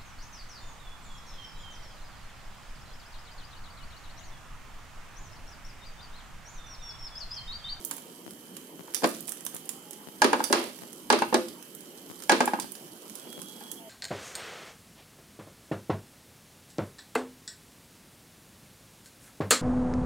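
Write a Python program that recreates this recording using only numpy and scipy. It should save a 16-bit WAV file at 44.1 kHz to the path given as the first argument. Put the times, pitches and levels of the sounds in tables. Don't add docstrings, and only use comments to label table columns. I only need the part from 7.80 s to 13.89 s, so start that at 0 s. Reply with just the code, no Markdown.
import sys
import numpy as np
from scipy import signal
from scipy.fft import rfft, irfft, next_fast_len
from scipy.io import wavfile
from scipy.ndimage import uniform_filter1d

SR = 44100
rng = np.random.default_rng(int(sys.argv[2]) if len(sys.argv) > 2 else 0)


def to_wav(s):
    ch = np.atleast_2d(s).T
    pcm = np.round(np.clip(ch, -1, 1) * 32767)
    wavfile.write(sys.argv[1], SR, pcm.astype(np.int16))


N = 268701


def amp(db):
    return 10 ** (np.asarray(db) / 20)


def evened(x):
    return x / np.sqrt(np.mean(x ** 2) + 1e-20)


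def read(points, hz):
    f, value = np.transpose(points)
    return np.interp(np.log(hz + 1), np.log(f + 1), value)


def add(mix, s, sound):
    part = mix[..., round(s * SR):][..., :sound.shape[-1]]
    part += sound[..., :part.shape[-1]]


def smooth_noise(shape, samples):
    return evened(uniform_filter1d(rng.standard_normal(shape), samples))


# (frequency [Hz], likeness [0-1])
NOISE_LIKENESS = [(60, 1), (150, 0.67), (380, 0.71), (950, 0.046), (2380, 0.033), (5980, 0.03),
                  (15000, 0.02)]
# (frequency [Hz], level difference [dB])
LEFT_DB = [(120, -6), (300, -0.5), (700, -1.5), (1300, 1.55), (2400, -2), (4400, -6), (6500, -5.5),
           (9000, -17), (12000, -13.5), (15000, -5)]


def hiss(colour, likeness, patchy_db):
    frames, hz = N // 256 + 5, np.fft.rfftfreq(1024, 1 / SR)
    a, b, c, d, patches = rng.standard_normal((frames, 513, 5)).T
    patches = evened(uniform_filter1d(uniform_filter1d(patches, 8, 0), 10, 1))
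    same = np.clip(likeness * read(NOISE_LIKENESS, hz), -1, 1)[:, None]
    right, own = a + 1j * b, c + 1j * d
    left = same * right + np.sqrt(1 - same ** 2) * own
    left = left * amp(read(LEFT_DB, hz))[:, None]
    shape = amp(read(colour, hz)[:, None] + patchy_db * patches)
    spectra = np.array([left, right]) * shape
    return evened(signal.istft(spectra, nperseg=1024, noverlap=768)[1][:, :N])


# (frequency [Hz], relative density [dB per Hz])
MURMUR_COLOUR = [(18, -71), (30, 10.5), (112, -53), (167, -2.5), (331, -4), (694, -15.5), (904, -16.5),
                 (1660, -23.5), (2530, -24), (3130, -18.5), (3470, -28), (4410, -26.5), (13000, -19),
                 (15200, -24.5), (16500, -62)]


def murmur():
    return amp(-48) * hiss(MURMUR_COLOUR, 1.334, patchy_db=2.27)


# (time [s], relative level [dB])
SIZZLE_SWELL = [(0.0, -49.5), (0.17, -55.5), (0.96, -59), (1.19, -52), (1.33, -45.5), (1.55, -55),
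                (2.4, -56.5), (2.65, -46), (2.83, -47), (3.14, -53), (3.37, -60), (3.49, -47),
                (3.78, -57.5), (4.15, -55), (4.58, -49), (4.9, -54.5), (5.75, -49), (6.09, -63)]
# (frequency [Hz], relative density [dB per Hz])
SIZZLE_COLOUR = [(2060, -25), (3500, -3), (6070, -4.5), (6520, -8), (8510, 1.5), (13800, -6.5),
                 (16000, -16), (16500, -77)]


def sizzle_gain(trim_db):
    return amp(np.interp(np.arange(N) / SR, *np.transpose(SIZZLE_SWELL)) + trim_db)


def sizzle():
    return sizzle_gain(-9.5) * hiss(SIZZLE_COLOUR, .3, patchy_db=0.0)


# (frequency [Hz], likeness [0-1])
BURST_LIKENESS = [(100, 0.99), (500, 0.77), (900, 0.16), (1500, 0), (15000, 0)]


def burst(colour_db, noise):
    left, right = rfft(noise)
    same = np.clip(read(BURST_LIKENESS, np.linspace(0, SR / 2, len(left))), 0, 1) ** 0.79
    left = same * right + np.sqrt(1 - same ** 2) * left
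    return evened(irfft(np.array([left, right]) * amp(colour_db)))


def small_pops():
    size = amp(2.7 * np.minimum(rng.exponential(1, N), 4)) * (rng.random(N) < 250 / SR)
    kind, t = rng.integers(0, 6, N), np.arange(400) / SR
    colour_db = 1.1 * read(SIZZLE_COLOUR, np.fft.rfftfreq(400, 1 / SR))
    out = np.zeros((2, N))
    for k, noise in enumerate(rng.standard_normal((6, 2, 400))):
        pop = burst(colour_db, noise) * amp(-60 * t / 0.0096)
        out += signal.oaconvolve((size * (kind == k))[None], pop, axes=1)[:, :N]
    return sizzle_gain(-4.0) * evened(out)


def tone(start, end, hz0, hz1, db0, db1, waver, fade):
    t = np.arange(0, end - start, 1 / SR)
    level_flutter, phase_flutter = smooth_noise(len(t), 600), smooth_noise(len(t), 600)
    phase = 2 * np.pi * np.cumsum(np.linspace(hz0, hz1, len(t))) / SR
    wave = np.sqrt(2) * np.sin(phase + waver * phase_flutter)
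    level = amp(np.linspace(db0, db1, len(t))) * (1 + waver * level_flutter)
    edges = np.minimum(np.minimum(t, t[::-1]) / fade, 1)
    return start, level * wave * edges


# (frequency [Hz], level [dB rms before the ports])
WHINE = [(3020, -64), (3171, -66.5), (3268, -69)]


def whine():
    out = np.zeros(N)
    for hz, db in WHINE:
        add(out, *tone(0, N / SR, hz, hz, db, db, waver=0.041, fade=.001))
    return out


# (start [s], end [s], start pitch [Hz], end pitch [Hz], start level [dB], end level [dB])
FAR_TONES = [(0.0, 0.497, 932, 935, -64, -70), (1.8, 2.04, 770, 792, -65, -65),
             (2.04, 2.398, 832, 872, -57.5, -69), (5.5, 6.091, 822, 910, -70, -62.5),
             (5.981, 6.11, 696, 633, -59, -48)]


def far_tones():
    out = np.zeros(N)
    for row in FAR_TONES:
        add(out, *tone(*row, waver=0.17, fade=0.015))
    return out


# (frequency [Hz], relative density [dB per Hz])
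CRACKLE_COLOUR = [(470, -25), (800, -4.5), (1660, -5), (2530, -7.5), (3510, -3.5), (4240, -11),
                  (6650, -4.5), (10400, -1.5), (11600, -12), (14100, -9.5), (16000, -25)]
RUSTLE_T60_S, CRACKLE_RISE_S = 0.034, 0.00032


def crackle(db, tilt_db, noise):
    t, hz = np.arange(noise.shape[1]) / SR, np.fft.rfftfreq(noise.shape[1], 1 / SR)
    puff = burst(read(CRACKLE_COLOUR, hz) + tilt_db * np.log2((hz + 50) / 8000), noise)
    fall = amp(-60 * t / RUSTLE_T60_S) + 2.0 * amp(-60 * t / 0.0046)
    return amp(db - 10.5) * puff * fall * (1 - np.exp(-t / CRACKLE_RISE_S))


# (time [s], relative level [dB], brightness [dB per octave])
CRACKLES = [(0.049, -14.5, 13.5), (0.104, -34, -9), (0.1112, -17, 3), (0.1384, -30, 11), (0.166, -28, 10),
            (0.1824, -34, 7), (0.5077, -30.5, 4), (0.767, -26, 3), (1.138, -30, 1), (1.1455, -11.5, 5),
            (1.1657, -29, -0.5), (1.259, -26, 6), (1.273, -24, 8), (1.29, -26, 7), (1.3, -32, 10),
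            (1.366, -33, 2), (1.4067, -25, 13), (1.4733, -28, 12), (1.479, -23.5, 6), (1.4845, -27.5, 0.5),
            (1.492, -18, 9), (1.52, -22, 4.5), (1.571, -32.5, 1.5), (1.607, -32, 4), (1.6506, -21.5, 13),
            (1.6645, -19, 2.5), (1.7463, -22, 15), (1.7647, -26, 2.5), (1.8563, -34, 8), (1.8912, -16, 4),
            (2.1085, -27, 7), (2.1317, -30.5, 2.5), (2.6397, -13.5, 3), (2.84, -28, 0), (2.9877, -34.5, 1),
            (3.1297, -30, 6), (3.3891, -20.5, -3.5), (3.684, -30, 3), (3.826, -32, 3.5),
            (3.9494, -26.5, 12), (4.007, -34, 8), (4.4023, -34, 1), (4.4218, -28.5, 1), (4.4364, -28.5, 3),
            (4.6566, -19, 8), (4.7987, -18, 3), (4.8214, -31, 13), (4.9196, -24.5, 12), (4.952, -31, 1.5),
            (5.2968, -30.5, 3.5), (5.354, -25.5, 7), (5.5273, -28.5, 3), (5.6173, -26.5, 3),
            (5.9154, -20.5, 8), (5.944, -37, 12)]


def crackles():
    out = np.zeros((2, N))
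    puffs = rng.standard_normal((len(CRACKLES), 2, 4096))
    for (s, db, tilt_db), noise in zip(CRACKLES, puffs):
        add(out, s, crackle(db, tilt_db, noise))
    return out


def ring(modes, place, contact_s, chatter):
    t = np.arange(8192) / SR
    hz, db, t60 = np.transpose(modes)[:, :, None]
    place = place[:len(modes), None]
    wobble = chatter * smooth_noise((len(modes), len(t)), 150)
    heights = amp(db + 2.2 * place)
    detune = 1 + 0.0059 * place[::-1]
    tones = heights * amp(-60 * t / t60) * np.sin(2 * np.pi * hz * detune * t + wobble)
    sound = tones.sum(0) * (1 - np.exp(-t / contact_s))
    return sound / abs(sound).max()


def first_contact(edge_db, noise):
    t, hz = np.arange(8192) / SR, np.fft.rfftfreq(8192, 1 / SR)
    colour_db = read([(500, -47), (2000, 2.0), (6000, 2.0), (10000, 0.5), (16000, -24)], hz)
    fall = amp(-60 * t / 0.04) + 1.36 * amp(-60 * t / 0.0062)
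    return amp(edge_db - 10) * fall * burst(colour_db, noise)


# (frequency [Hz], relative density [dB per Hz])
RATTLE_COLOUR = [(71, -45), (120, -71), (203, 3.5), (372, 4), (1110, -4.5), (1470, -11.5), (2160, -8.5),
                 (4740, -12), (6290, -22), (9620, -64), (15000, -74)]
RATTLE_T60_S, LONGER_S_PER_DB = 0.08, 0.0219
RATTLE_TILT_DB, BRIGHTER_PER_DB = -1, 0.12
CLATTER_DB = 1


def rattle(edge_db, rattle_db, noise):
    t, hz = np.arange(8192) / SR, np.fft.rfftfreq(8192, 1 / SR)
    sharp_db = edge_db - rattle_db
    t60 = RATTLE_T60_S + LONGER_S_PER_DB * max(sharp_db, 0)
    tilt_db = RATTLE_TILT_DB + BRIGHTER_PER_DB * sharp_db
    shake = burst(read(RATTLE_COLOUR, hz) + tilt_db * np.log2((hz + 50) / 600), noise[1])
    shake *= amp(CLATTER_DB * evened(uniform_filter1d(noise[0, 0], 120)))
    return amp(rattle_db - 60 * t / t60) * (1 - np.exp(-t / 0.0017)) * shake


# (frequency [Hz], relative level [dB], t60 [s])
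EDGE = [(3250, -2, 0.033), (4158, -1.5, 0.081), (4745, 7.5, 0.033), (4850, -6, 0.058), (5460, -9.5, 0.073),
        (5810, -1, 0.056), (6790, 3, 0.05), (8500, -48, 0.0097), (8960, 12, 0.021), (9270, -5, 0.019)]
BLADE = [(831, -10.5, 0.048), (884.6, -1, 0.033), (970, -20.5, 0.07)]
BLADE_UPPER = [(1239, -12.5, 0.087), (1457, -2, 0.023), (1633, -9.5, 0.046), (2390, -10, 0.02),
               (2696, -22, 0.061)]
PAN = [(249.5, 8.5, 0.21), (338.5, 3, 0.42), (361, 5.5, 0.25), (378, -9.5, 0.097), (458, -1, 0.081),
       (514, 3.5, 0.33), (589.3, 8.5, 0.16), (670, 1, 0.2), (840, -24, 0.068)]
# (time [s], edge crack [dB], blade ring [dB], pan thud [dB], rattle [dB])
KNOCKS = [(0.1117, -31, -37.5, -54, -49.5), (0.1802, -37.5, -46, -47, -73), (1.0798, -57, -40, -48, -45),
          (1.2215, -54, -32.5, -31, -34), (1.2333, -29, -29, -25, -19), (1.2416, -16, -16, -38, -12.5),
          (2.4189, -8, -10, -21.5, -24.5), (2.4433, -12, -23, -24, -11), (2.5306, -20, -12, -23, -15),
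          (2.5933, -33, -46, -48, -27), (2.6034, -30.5, -18, -61, -35), (2.7001, -53, -33, -21.5, -22.5),
          (2.7268, -6, -17, -21, -23), (3.0359, -59, -52, -50, -53), (3.3018, -9.5, -9.5, -19.5, -21.5),
          (3.3256, -13, -19, -24, -14.5), (3.4202, -24, -14, -33, -20), (3.5259, -42, -23, -25.5, -16),
          (3.543, -13, -17, -19.5, -13.5), (4.495, -9, -11, -18.5, -24), (4.5121, -39, -16, -24.5, -23),
          (4.5194, -12, -16.5, -25.5, -13), (4.605, -17, -12.5, -23, -18.5), (4.6761, -28, -16.5, -41, -25),
          (4.7345, -33.5, -16, -34, -25), (4.7881, -71, -26.5, -40, -33), (4.843, -64, -45, -53, -41),
          (5.4685, -50, -50, -55, -44), (5.8094, -41, -44, -60, -44), (5.8682, -46, -50, -69, -64)]
UPPER_EDGE_SHARE = 0.23
UPPER_DAMPED_PER_DB = 0.16


def spatula():
    out = np.zeros((2, N))
    places = rng.standard_normal((len(KNOCKS), 10))
    scratches = rng.standard_normal((len(KNOCKS), 2, 2, 8192))
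    for row, place, noise in zip(KNOCKS, places, scratches):
        s, edge_db, blade_db, pan_db, rattle_db = row
        upper_db = UPPER_EDGE_SHARE * edge_db + (1 - UPPER_EDGE_SHARE) * blade_db
        upper_db -= UPPER_DAMPED_PER_DB * np.clip(rattle_db - pan_db, -10, 15)
        add(out, s, amp(edge_db - 2.5) * ring(EDGE, place, 0.00018, chatter=0.88))
        add(out, s, first_contact(edge_db, noise[0]))
        add(out, s, amp(blade_db + 1.5) * ring(BLADE, place, 0.00048, chatter=0.38))
        add(out, s, amp(upper_db + 0.03) * ring(BLADE_UPPER, place, 0.0012, chatter=0.54))
        add(out, s, amp(pan_db + 1.0) * ring(PAN, place, 0.0079, chatter=0.06))
        add(out, s, rattle(edge_db, rattle_db, noise))
    return out


TICK_FIRST_S, TICK_CYCLE_S, TICK_SECOND_S = 0.4647, 1.2785, 0.5297
TICK_LENGTH_S, TICK_SPREAD_S, TICK_DB, TICK_LOW_HZ = 0.0139, 0.0004, -25.5, 140


def ticks():
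    starts = TICK_FIRST_S + np.add.outer(TICK_CYCLE_S * np.arange(5), [0, TICK_SECOND_S]).ravel()
    lengths = TICK_LENGTH_S + TICK_SPREAD_S * rng.standard_normal(len(starts))
    line = np.zeros((2, N))
    for s, length in zip(starts, lengths):
        add(line[0], s, -np.ones(round(length * SR)))
    high_pass = signal.butter(4, TICK_LOW_HZ, "high", fs=SR, output="sos")
    return amp(TICK_DB) * signal.sosfilt(high_pass, line)


# (frequency [Hz], relative level [dB], t60 [s])
CLINK_MODES = [(3560, -5, 0.1), (4650, -9, 0.25), (4770, 0, 0.049), (5000, 6, 0.049), (5765, 1, 0.068),
               (6300, -14, 0.058), (8200, -16, 0.034), (9860, 4, 0.1), (10620, -8, 0.034)]
# (time [s], relative level [dB])
CLINKS = [(0.768, -47), (1.1453, -21), (1.1657, -32), (1.4787, -43), (1.8909, -56), (2.6395, -20),
          (3.3892, -33), (3.6497, -46), (3.683, -36), (4.4214, -41), (4.7999, -30), (4.8214, -34),
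          (4.9518, -43), (5.3546, -43), (5.6178, -47)]


def clinks():
    out = np.zeros((2, N))
    for (s, db), place in zip(CLINKS, rng.standard_normal((len(CLINKS), 10))):
        add(out, s, amp(db) * ring(CLINK_MODES, place, 0.0002, chatter=1.63))
    return out


# (time [s], relative level [dB])
DROPS = [(2.4446, -9), (3.3286, -14), (4.521, -14)]
DROP_S = 0.00028


def drops():
    out, u = np.zeros((2, N)), np.arange(-200, 200) / SR / DROP_S
    for s, db in DROPS:
        add(out, s - 200 / SR, -amp(db) * (1 - 0.8 * u ** 2) * np.exp(-u ** 2 / 2))
    return out


# (start [s], end [s], level [dB])
WHISTLES = [(5.388, 5.474, -57), (5.462, 5.625, -50), (5.622, 5.94, -52.5), (5.961, 6.01, -52),
            (6.034, 6.1, -67)]
WHISTLE_HZ = 3317


def whistles():
    out = np.zeros(N)
    for start, end, db in WHISTLES:
        add(out, *tone(start, end, WHISTLE_HZ, WHISTLE_HZ, db, db, waver=0.35, fade=.012))
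    return out


# (frequency [Hz], phase [radians])
LEFT_LEAD = [(30, 4), (700, -0.57), (1100, 1.23), (1640, 5.5), (3600, 5), (16000, 11.5)]


def ports(x, shadow):
    size = next_fast_len(N + 4096)
    hz = np.fft.rfftfreq(size, 1 / SR)
    left, right = rfft(x, size)
    left = left * amp(shadow * read(LEFT_DB, hz))
    right = right * np.exp(-1j * read(LEFT_LEAD, hz))
    return irfft([left, right], size)[:, :N]


# (frequency [Hz], t60 [s])
KITCHEN_T60 = [(150, 0.8), (400, 0.25), (1040, 0.28), (2760, 0.44), (7280, 0.34), (15000, 0.36)]


def echoes():
    taps = np.zeros((2, SR // 2))
    jitter = rng.integers(0, 20, (2, (SR // 2 - 91) // 20))
    at = np.arange(90, SR // 2 - 20, 20) + jitter
    np.put_along_axis(taps, at, rng.choice([-1., 1.], at.shape), 1)
    hz, t, z = signal.stft(taps, SR, nperseg=256)
    same = np.clip(read(BURST_LIKENESS, hz), 0, 1)[:, None]
    left = same * z[1] + np.sqrt(1 - same ** 2) * z[0]
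    left = left * amp(read(LEFT_DB, hz))[:, None]
    decay = amp(-60 * t / read(KITCHEN_T60, hz)[:, None])
    tail = signal.istft(np.array([left, z[1]]) * decay, SR, nperseg=256)[1]
    return tail / np.linalg.norm(tail[1])


def kitchen(x):
    turn = np.pi * 9 * np.arange(N) / SR
    out = np.zeros((2, N))
    for k in range(3):
        share = np.sqrt(2 / 3) * np.cos(turn + k * np.pi / 3)
        out += signal.fftconvolve((x * share)[None], echoes(), axes=1)[:, :N]
    return out


def scene():
    knocks = spatula() + drops()
    bread = crackles() + clinks() + small_pops()
    tones = whine() + far_tones() + whistles()
    near = ports(knocks + tones, shadow=1.0) + ports(amp(4.5) * bread, shadow=1.6)
    reflected = kitchen((amp(-7.5) * knocks + amp(-1.5) * bread)[1])
    return near + reflected + sizzle() + murmur() + ticks()


def record(dry):
    thin = signal.sosfilt(signal.butter(2, 150, "high", fs=SR, output="sos"), dry)
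    rounded = 1.2 * np.tanh(thin / 1.2)
    band_limit = signal.firwin(511, 16300, window=("kaiser", 9), fs=SR)  # low-pass, Hz
    return signal.oaconvolve(rounded, band_limit[None], "same")


dry = scene()
out = record(dry)
to_wav(out)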